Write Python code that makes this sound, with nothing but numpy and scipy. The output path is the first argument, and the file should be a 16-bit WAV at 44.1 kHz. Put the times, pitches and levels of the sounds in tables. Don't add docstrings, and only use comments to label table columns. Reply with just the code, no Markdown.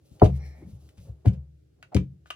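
import sys
import numpy as np
from scipy import signal
from scipy.fft import rfft, irfft
from scipy.io import wavfile
from scipy.ndimage import uniform_filter1d

SR = 44100
rng = np.random.default_rng(int(sys.argv[2]) if len(sys.argv) > 2 else 0)


def boost(x):
    u = np.asarray(x, float) / 20
    return 10 ** u


def inscribe(sig):
    pcm = np.round(np.clip(np.atleast_2d(sig).T, -1, 1) * 32767)
    wavfile.write(sys.argv[1], SR, pcm.astype(np.int16))


N = 103635
TIME_S = np.arange(N) / SR

# (frequency [Hz], level [dB], 60 dB fade before the cap [s])
STEEL_MODES = [(640, -14, 0.08), (850, -10, .03), (1010, -13, 0.04), (1230, -7, .03), (1490, -6, 0.025),
               (1690, -9, .03), (2010, -7, 0.02), (2352, -5, 0.035), (2540, -9, 0.04), (2830, -7, 0.03),
               (3055, -4, 0.035), (3540, -10, 0.029), (4450, -12, .03), (5900, -10, .012)]
STEEL_T60_MAX_S = 0.045


def curve(rows, low_db=-120):
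    r = np.array(rows)
    return boost(np.interp(TIME_S, r[:, 0], r[:, 1], low_db, low_db))


def by_hz(rows):
    r = np.array(rows)
    bin_hz = np.arange(N // 2 + 1) * SR / N
    return np.interp(np.log(bin_hz + 1), np.log(r[:, 0]), r[:, 1])


def colour(x, rows):
    y = irfft(rfft(x) * boost(by_hz(rows)), N)
    return y / np.sqrt(np.mean(y ** 2, -1, keepdims=True))


def ring(x, hz, t60):
    pole = np.exp((2j * np.pi * hz - np.log(1000) / t60) / SR)
    return signal.lfilter([1], [1, -pole], x).imag


def flicker(rate, db):
    k = int(SR / rate)
    steps = np.repeat(rng.standard_normal(N // k + 1), k)
    return boost(0.93 * db * uniform_filter1d(steps, k)[:N])


def grains(rate, spread_db):
    hits = rng.random(N) < rate / SR
    return hits * rng.standard_normal(N) * boost(spread_db * rng.exponential(1, N))


def blows(hz, top_hz):
    # (time [s], level [dB], contact [ms], distance from the phone [m], place across the top [0-1])
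    blow_rows = [(0.115, -42.5, 4.9, 0.18, 0.27), (0.2174, -4.5, 1, 0.81, 0.17),
                 (0.254, -17.5, 3.12, 0.78, 0.23), (0.684, -44.5, 3.2, 0.51, 0.27),
                 (0.715, -38.5, 7.3, 0.76, 0.06), (0.976, -43, 6.1, 0.61, 0.09),
                 (1.091, -31.5, 7.5, 0.22, 0.18), (1.255, -32.5, 1.08, 0.47, 0.24),
                 (1.2659, -12.5, 3.57, 0.18, 0.2), (1.2741, -15.5, 6.5, 0.11, 0.15),
                 (1.947, -28.5, 1.9, 0.53, 0.28), (1.951, -21.5, 3.23, 0.12, 0.32),
                 (1.9611, -14.5, 3.58, 0.096, 0.24), (1.9711, -21.5, 3.64, 0.13, 0.32),
                 (2.006, -35, 3.1, 0.13, 0.04), (2.129, -50.5, 4.04, 0.57, 0.29)]
    bend_m_s, shape_turns = 75, 1.306
    force, first = np.zeros((2, N)), np.zeros(N)
    for s, blow_db, ms, metres, place in blow_rows:
        at = slice(int(s * SR), int(s * SR) + 2000)
        late = metres / bend_m_s * (np.sqrt(100 / hz) - np.sqrt(100 / top_hz))
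        phase = np.clip((TIME_S[at] - s - late) * 1000 / ms, 0, 1)
        push = boost(blow_db) * np.sin(np.pi * phase) ** 2 * 2000 / (ms * SR)
        turn = 2 * np.pi * shape_turns * place * np.sqrt(hz / 100)
        force[:, at] += np.array([[np.cos(turn)], [np.cos(turn + 0.54)]]) * push
        first[at] += push
    return force, first


def skids(hz, rough):
    # (start [s], end [s], level [dB], centre [Hz])
    skid_rows = [(0.208, 0.23, -40, 900), (0.563, 0.692, -62.5, 160), (0.606, 0.644, -55.5, 252),
                 (1.041, 1.107, -61.5, 150), (1.048, 1.119, -70, 480), (1.243, 1.264, -56, 500),
                 (1.265, 1.381, -66, 420), (1.915, 1.942, -54, 760)]
    swell = 0
    for start, end, skid_db, mid_hz in skid_rows:
        level = boost(skid_db - 77 * np.log2(hz / mid_hz) ** 2)
        swell = swell + level * np.sin(np.pi * np.clip((TIME_S - start) / (end - start), 0, 1))
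    return rough * swell


def handling(hz, grit):
    # (time [s], level [dB], tilt [power of frequency over 400 Hz])
    hand_rows = [(0.0, -78.5, 0.24), (0.14, -69.5, 0.089), (0.35, -59, 0.063), (0.49, -62.5, 0.2),
                 (0.76, -69.5, 0.1), (1.23, -74.5, 0.2), (1.39, -69, 0.16), (1.6, -100.5, 0.21),
                 (1.79, -77, 0.31), (1.98, -73, 0.21), (2.09, -84, 0.1), (2.35, -85.5, 0.39)]
    tilt = np.interp(TIME_S, *np.array(hand_rows)[:, ::2].T)
    return grit * curve(hand_rows) * boost(-11.5) * (hz / 400) ** tilt


def bench():
    # (frequency [Hz], level [dB], 60 dB fade [s])
    bench_modes = [(71.62, -7.5, 0.75), (80.25, -23.5, 0.53), (112.94, -2.5, 0.21), (133.97, -5, 0.43),
                   (152.2, -16, 0.6), (179.6, -2.5, 0.22), (208.3, -15, 0.2), (250.6, -8, 0.041),
                   (304, -3.5, .1), (347, -13.5, 0.077), (413.2, -1.5, 0.04), (483.4, -14, 0.13),
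                   (518, -4.5, .07), (624, -11.5, 0.089), (723, -6.5, 0.037), (792, -17, 0.039),
                   (1022, -20, .04), (1180.3, -14, 0.015), (1667, -49, .025)]
    waver_hz, waver_db = 22, 4
    first_wave_db, first_wave_t60_s = 6, 0.063
    side_db, side_hz = 2, 605
    grit = rng.standard_normal(N) * flicker(27, 0.67) / 8
    rough = grains(2900, 0.99)
    out = 0
    for hz, db, t60 in bench_modes:
        shake = handling(hz, grit) + skids(hz, rough)
        force, first = blows(hz, bench_modes[-1][0])
        force = force + np.array([shake, np.roll(shake, 40)])
        ringing = ring(force, hz, t60) * flicker(waver_hz, waver_db)
        wave_t60 = min(t60, first_wave_t60_s * (400 / hz) ** 0.31)
        wave = boost(first_wave_db) * min(hz / 250, 1) ** 0.5 * ring(first, hz, wave_t60)
        side = boost(side_db) * min(hz / side_hz, 1) ** 3.2
        out = out + boost(db) * (ringing + [wave, np.roll(wave, 12)]) * [[1], [side]]
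    return out


def steel_highpass(x):
    return signal.sosfilt(signal.butter(2, 550, "high", fs=SR, output="sos"), x)


def chatter_noise():
    # (frequency [Hz], spectral level [dB per Hz])
    noise_colour = [(880, -35), (1500, -11.5), (2800, -10), (10300, -17.5), (11900, -30.5), (12500, -57),
                    (15400, -18.5), (16000, -49.5)]
    return colour(rng.standard_normal(N), noise_colour)


def clicks():
    # (time [s], level [dB], colour centre [octaves above 1 kHz], crack over click [dB], favoured pitch [Hz])
    click_rows = [(.198, -44.5, 2.3, -16, 4100), (.246, -48, 2.2, -9, 2900), (.262, -46.5, 2.4, -10, 2900),
                  (.890, -54.5, 3.55, -1, 3050), (1.2535, -58.5, 0.29, -2, 1000),
                  (1.259, -40.5, 0.53, -6.5, 1858), (1.281, -49.5, 1.4, -7, 2830),
                  (1.827, -45.5, 2.1, -11.5, 2500), (1.8285, -44, 0.92, -20.5, 1480),
                  (1.9465, -36.5, 3, 6, 3570), (1.9665, -28.5, 0.66, -9, 2134),
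                  (2.259, -52, 0.26, -30, 1530), (2.3037, -36.5, 1.9, -6.5, 3030),
                  (2.3065, -32, 0.79, -11.5, 1260)]
    click_octaves, crack_s, contact_s = 1.6, 0.0039, 0.004
    favour_db, favour_octaves = 11, 0.15
    detune = 0.005
    tune = rng.standard_normal((len(click_rows), len(STEEL_MODES)))
    u = TIME_S[:6000]
    out, crack = np.zeros(N), np.zeros(N)
    for j, (s, click_db, octave, crack_db, favour_hz) in enumerate(click_rows):
        crack += boost(click_db + crack_db) * (TIME_S >= s) * np.exp(-np.abs(TIME_S - s) / crack_s)
        touch = 0.17 * grains(5000, 0.35)[:len(u)] * np.exp(-u / contact_s)
        touch = (touch + (u == 0)) / np.sqrt(1 + np.sum(touch ** 2))
        y = np.zeros(len(u))
        for k, (hz, db, t60) in enumerate(STEEL_MODES):
            tint_db = -13 * ((np.log2(hz / 1000) - octave) / click_octaves) ** 2
            place_db = favour_db * np.exp(-(np.log2(hz / favour_hz) / favour_octaves) ** 2)
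            tone = ring(touch, hz * (1 + detune * tune[j, k]), min(t60, STEEL_T60_MAX_S))
            y += boost(click_db + db + tint_db + place_db) * tone
        start = int(s * SR)
        out[start:start + len(u)] += y[:N - start]
    return steel_highpass(out) + chatter_noise() * crack


def rattle():
    # (start [s], rise to the peak [s], fade [s], level [dB])
    rattle_rows = [(0.219, 0.042, 0.0052, -44), (1.258, 0.024, 0.0054, -51), (1.3, 0.05, 0.0097, -69.5),
                   (2.254, 0.0086, 0.066, -68.5), (0.97, 0.013, 0.015, -64), (1.828, 0.004, .025, -72.5),
                   (2.303, 0.015, 0.025, -71)]
    chatter = np.zeros(N)
    for s, rise, fade, db in rattle_rows:
        swell = np.clip((TIME_S - s) / rise, 0, 1)
        chatter += boost(db) * swell * np.exp(-np.clip(TIME_S - s - rise, 0, None) / fade)
    loose = grains(859.5, 0.93) * chatter * boost(-3.0)
    tones = sum(boost(db) * ring(loose, hz, min(t60, STEEL_T60_MAX_S) * 0.3) for hz, db, t60 in STEEL_MODES)
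    return steel_highpass(tones) + chatter_noise() * chatter * flicker(300, 3.6)


def sliding():
    # (time [s], level [dB])
    slide_level = [(.3, -77), (.38, -77), (.39, -74), (.44, -64.5), (.52, -70.5), (.62, -73), (.65, -83.5),
                   (.72, -89.5)]
    # (frequency [Hz], width [Hz], level [dB])
    resonances = [(720, 300, -3), (1850, 300, 0), (2250, 350, 0), (4200, 600, -11), (5500, 700, -7)]
    treble_end_s = 0.58
    grit = rng.standard_normal(N) * flicker(90, 1.7) + grains(610, 1) * 2
    bin_hz = np.arange(N // 2 + 1) * SR / N
    response = sum(boost(db) / (1 + ((bin_hz - hz) * 2 / width) ** 4) for hz, width, db in resonances)
    spectrum = rfft(grit) * response
    low = irfft(spectrum * (bin_hz < 3000), N)
    high = irfft(spectrum * (bin_hz >= 3000), N)
    y = low + high * np.clip((treble_end_s - TIME_S) * 20, 0, 1)
    return y / low.std() * curve(slide_level) * boost(6.0)


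def rustle():
    # (time [s], level [dB])
    rustle_level = [(0, -96), (.06, -80.5), (.3, -79), (.37, -69), (.4, -83.5), (.46, -72), (.54, -82),
                    (.6, -83), (.7, -78.5), (.74, -78), (.79, -83.5), (.88, -77), (.94, -85.5),
                    (.99, -77.5), (1.09, -74), (1.14, -93), (1.45, -100)]
    # (frequency [Hz], spectral level [dB per Hz])
    paper_colour = [(590, 8), (1000, -64), (1890, -17.5), (2650, -5.5), (10700, -5.5), (12500, -19),
                    (13900, -9), (16000, -20.5)]
    paper = rng.standard_normal(N) * flicker(40, 2.5) + grains(100, 1.4) * 4
    return colour(paper, paper_colour) * curve(rustle_level, -100) * boost(11.5)


def ports(near):
    # (frequency [Hz], left minus right [dB])
    level_gap = [(60, -7.5), (110, -17.5), (200, -7), (380, -5.5), (700, 13), (1290, 6.5), (2380, -1),
                 (4400, 5), (8120, 0.5), (15000, -0.5)]
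    # (frequency [Hz], phase by which left leads [radians])
    phase_gap = [(10, 0), (600, -1.26), (5600, -1.73), (9000, -2.5), (13000, -0.5)]
    left = boost(by_hz(level_gap) / 2) * np.exp(0.5j * by_hz(phase_gap))
    return irfft(rfft(near) * np.array([left, 1 / left]), N)


def room(x):
    t60_s, level_db, low_hz, delay_s = 0.15, -11.5, 350, 0.0062
    t = np.arange(SR // 2) / SR
    tail = rng.standard_normal((2, len(t))) * np.exp(-np.log(1000) * t / t60_s) * (t > delay_s)
    tail = tail / np.sqrt(np.sum(tail ** 2) / 2)
    tail = signal.lfilter([1], [1, -0.4], tail)
    x = signal.sosfilt(signal.butter(2, low_hz, "high", fs=SR, output="sos"), x)
    return boost(level_db) * signal.fftconvolve(tail, x[None])[:, :N]


def air():
    # (frequency [Hz], spectral level [dB])
    hush_colour = [(15, -42.5), (25, -2.5), (134, 3), (229, -19), (309, -7), (677, -30), (962, -45.5),
                   (1400, -36.5), (5430, -40.5), (16000, -50.5)]
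    mid, side = rng.standard_normal((2, N))
    side = side - uniform_filter1d(side, size=120)
    return colour(np.array([mid + side, mid - side]), hush_colour) * boost(-62) * flicker(9, 0.28)


def scene():
    wood, side = bench()
    near = clicks() + rattle() + sliding() + rustle()
    direct = ports(near) + [wood * boost(6) + side, wood * boost(4.5) - side]
    return direct + room(near + boost(7.0) * wood) + air()


def roll_off(x):
    return signal.sosfilt(signal.butter(12, 16620, fs=SR, output="sos"), x)


def record(dry):
    limit = 1.15
    x = signal.sosfilt(signal.butter(5, 63, "high", fs=SR, output="sos"), dry)
    mix = x / (1 + (x / limit) ** 4) ** (1 / 4)
    return roll_off(mix)


dry = scene()
out = record(dry)
inscribe(out)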